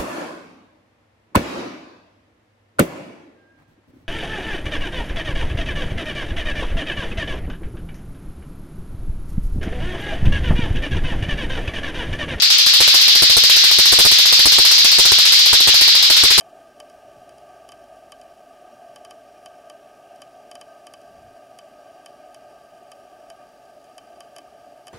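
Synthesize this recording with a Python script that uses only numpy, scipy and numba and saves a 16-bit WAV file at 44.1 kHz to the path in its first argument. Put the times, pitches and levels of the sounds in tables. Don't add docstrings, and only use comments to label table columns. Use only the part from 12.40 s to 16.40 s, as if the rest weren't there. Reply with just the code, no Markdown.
import sys
import numpy as np
from scipy import signal
from scipy.fft import rfft, irfft
from scipy.io import wavfile
from scipy.ndimage import uniform_filter1d, minimum_filter1d
from numba import njit

SR = 44100
rng = np.random.default_rng(int(sys.argv[2]) if len(sys.argv) > 2 else 0)


def store_pcm(level_fs):
    pcm = np.round(np.clip(level_fs, -1, 1) * 32767).astype(np.int16)
    wavfile.write(sys.argv[1], SR, np.atleast_2d(pcm).T)


N = 4 * SR
TOP_HZ = 15400


def undb(db):
    return 10 ** (np.asarray(db) / 20)


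def along(points, hz):
    knots_hz, values = np.array(points).T
    return np.interp(np.log(hz + 1), np.log(knots_hz), values)


def unit(x):
    return x / np.sqrt(np.sum(x ** 2, axis=-1, keepdims=True))


def butter(x, hz, kind, order=2):
    return signal.sosfilt(signal.butter(order, hz, kind, fs=SR, output="sos"), x)


def pulse(db_of_hz, size=512):
    hz = np.arange(size // 2 + 1) * SR / size
    cepstrum = irfft(np.log(undb(db_of_hz(hz))))
    cepstrum[1:size // 2] *= 2
    cepstrum[size // 2 + 1:] = 0
    return irfft(np.exp(rfft(cepstrum)))


# frequency_hz, level_db
TICK_SPECTRUM = [(60, -34), (300, -11.5), (800, 4), (2000, 6), (4200, 3.5), (7000, -6), (12500, -0.5),
                 (15500, 4)]
# delay_s, level_db
TICK_PATHS = [(0, -18), (.004, -17), (0.0127, -19)]


def contact_tick(t, smear_s=0.00032):
    paths = np.zeros((2, len(t)))
    for delay_s, level_db in TICK_PATHS:
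        age = t - delay_s * (1 + 0.1 * rng.standard_normal((2, 1)))
        arrival = rng.standard_normal(paths.shape) * (age >= 0) * np.exp(-np.abs(age) / smear_s)
        paths += undb(level_db) * unit(arrival)
    tick = unit(pulse(lambda hz: along(TICK_SPECTRUM, hz)))
    return signal.fftconvolve(paths, tick[None], axes=1)


# frequency_hz, decay_s
ROOM_DECAY = [(200, 0.51), (1000, .3), (2500, 0.37), (4500, 0.38), (8000, 0.24), (13000, 0.16)]


def room_response(t, wash_rise_s=0.0014, early_per_s=500, early_fade_s=0.01, early_db=-6):
    shape = (2, len(t))
    hz = np.arange(len(t) // 2 + 1) * SR / len(t)
    centres_hz, decay_s = np.array(ROOM_DECAY).T
    band_shares = np.array([along(np.c_[centres_hz, row], hz) for row in np.eye(len(centres_hz))])
    bands = irfft(rfft(rng.standard_normal(shape)) * band_shares[:, None])
    fades = np.exp(-np.log(1000) * t / decay_s[:, None])
    wash = np.sum(bands * fades[:, None], axis=0) * (1 - np.exp(-t / wash_rise_s))
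    early = rng.standard_normal(shape) * (rng.random(shape) < early_per_s / SR)
    early *= np.exp(-t / early_fade_s)
    return undb(early_db) * unit(early) + unit(wash)


# frequency_hz, level_db
CLACK_SPECTRUM = [(60, -46), (300, -37.5), (700, -29), (1300, -20.5), (2000, -13.5), (2700, -9.5),
                  (3400, -3), (4200, 0), (5000, -1), (6300, -11), (8000, -20.5), (10000, -29), (12500, -15),
                  (15500, -34.5)]


def reflections(t, scatter_db=1.4):
    scatter = np.c_[np.geomspace(1000, TOP_HZ, 10), scatter_db * rng.standard_normal(10)]
    click = unit(pulse(lambda hz: along(CLACK_SPECTRUM, hz) + along(scatter, hz)))
    return signal.fftconvolve(room_response(t), click[None], axes=1)[:, :len(t)]


# start_s, strength_db, left_extra_db
COLLISIONS = [(-0.06, -8.5, 0.0), (0.0205, -5.5, 4), (0.1012, -3.5, -1), (0.1828, -5.2, 3),
              (0.2613, -2.2, 4.9), (0.3357, -2, 1.7), (0.4031, -1, 11), (0.4754, -0.5, 3.7),
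              (0.5421, 1.5, 2.5), (0.6108, -0.5, -1.6), (0.6799, 0, -0.3), (0.7502, -3.5, 5),
              (0.8216, -2, 13), (0.8959, -1.8, 4.7), (0.966, -2.5, 14.5), (1.0349, -3.1, 6.3),
              (1.0962, 4, -4), (1.1621, 1, -1.5), (1.2375, -1.3, 0.5), (1.3128, -3.2, 4), (1.3848, -1, 10),
              (1.4549, -0.0, 1), (1.5203, -2.7, 14), (1.5875, 2.5, 10.5), (1.649, 3, 8.5),
              (1.7136, -1.3, 6), (1.783, -2, 4.8), (1.855, -3, 2.7), (1.9247, 2.1, 2.7), (1.9905, 0.5, 2),
              (2.055, -1, 14), (2.1188, 1.5, 1.3), (2.183, -0.6, 9), (2.2491, 1.3, -0.1),
              (2.3122, 1.5, 1.5), (2.3799, -0.0, -1), (2.445, -1.3, 7.2), (2.5154, -0.3, -0.5),
              (2.5847, -1.1, 13.5), (2.6518, -0.7, 5.5), (2.7169, -1.5, 9), (2.7847, -3.3, 3.5),
              (2.852, -2.5, 2.5), (2.9209, 3.2, -2.5), (2.9893, -1.5, 0.5), (3.0579, -1.5, 2.3),
              (3.1292, 0.4, 10), (3.2011, -3.2, 4.5), (3.2721, -0.5, 12), (3.3418, 1.5, 2),
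              (3.409, 2.9, 1.7), (3.4772, 0.8, -0.7), (3.5495, -3.7, 3.3), (3.6246, -3.5, 1.8),
              (3.699, -0.1, 6.5), (3.7659, -0.5, 1), (3.8341, -2, 14), (3.9038, -3.8, 10),
              (3.9779, 0.5, 12.5)]


def clackers(gain_db=29, left_nearer_db=1.5, left_extra_s=0.033):
    size = 16384
    t = np.arange(size) / SR
    track = np.zeros((2, N + 2 * size))
    for start_s, strength_db, left_extra_db in COLLISIONS:
        clack = reflections(t)
        tick = contact_tick(t[:2048])
        clack[:, :tick.shape[1]] += tick
        clack[0] *= undb(left_nearer_db + left_extra_db * np.exp(-(t / left_extra_s) ** 2))
        start = size + int(start_s * SR)
        track[:, start:start + size] += undb(gain_db + strength_db) * clack
    return track[:, size:size + N]


def room_rumble(level_db=-52.5, edge_hz=170):
    noise = butter(rng.standard_normal((2, N)), edge_hz, "low")
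    return undb(level_db) * np.sqrt(N) * unit(noise)


def scene():
    return clackers() + room_rumble()


def overload(x, clip_db=5, unevenness=0.0078, fold_db=8, fold_depth=0.54, fold_ceiling_db=39):
    squashed = np.tanh(x / undb(clip_db))
    clipped = undb(clip_db) * (squashed + unevenness * squashed ** 2)
    excess = np.maximum(np.abs(x[0]) - undb(fold_db), 0)
    ceiling = undb(fold_ceiling_db)
    clipped[0] -= fold_depth * ceiling * np.tanh(excess / ceiling)
    return butter(clipped, hz=60, kind="high", order=1)


# frequency_hz, left_db, right_db
MIC_RESPONSE = [(30.5, -1.5, 2), (91, 4.5, 0), (156, 0.5, -10.5), (218, -2, -2.5), (326, 3.5, -4),
                (890, 2.5, -1), (2000, 2, -1), (4200, 2, -2), (6500, 2.5, -3), (9500, 4.5, 4.5),
                (12000, 1.5, 1.5), (14800, -0.5, -6)]


def microphone_tone(x):
    knots_hz, left_db, right_db = np.array(MIC_RESPONSE).T
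    coloured = []
    for channel, db in zip(x, (left_db, right_db)):
        response = pulse(lambda hz: along(np.c_[knots_hz, db], hz), size=4096)
        coloured.append(signal.fftconvolve(channel, response)[:N])
    return coloured


@njit
def follow_peaks(x, release):
    envelope, peak = np.empty(len(x)), 0.
    for i in range(len(x)):
        peak = max(x[i], peak * release)
        envelope[i] = peak
    return envelope


def limiter(x, threshold_db=-10.5, ratio=6.83, detect_s=0.0019, look_ahead_s=0.0048, release_s=0.014):
    power = uniform_filter1d(x ** 2, int(detect_s * SR))
    level = follow_peaks(np.sqrt(np.abs(power)), np.exp(-1 / (release_s * SR)))
    gain = np.maximum(level / undb(threshold_db), 1) ** (1 / ratio - 1)
    half = int(look_ahead_s * SR / 2)
    held = minimum_filter1d(gain, 2 * half + 1, origin=-half)
    return x * uniform_filter1d(held, 2 * half + 1, origin=half)


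def record(dry, makeup_db=2, ceiling=0.92):
    channels = microphone_tone(overload(dry))
    limited = undb(makeup_db) * np.array([limiter(channel) for channel in channels])
    rounded = limited / (1 + np.abs(limited / ceiling) ** 8) ** (1 / 8)
    treble_cut = signal.ellip(8, 0.2, 70, TOP_HZ, fs=SR, output="sos")
    return signal.sosfilt(treble_cut, rounded)


dry = scene()
out = record(dry)
store_pcm(out)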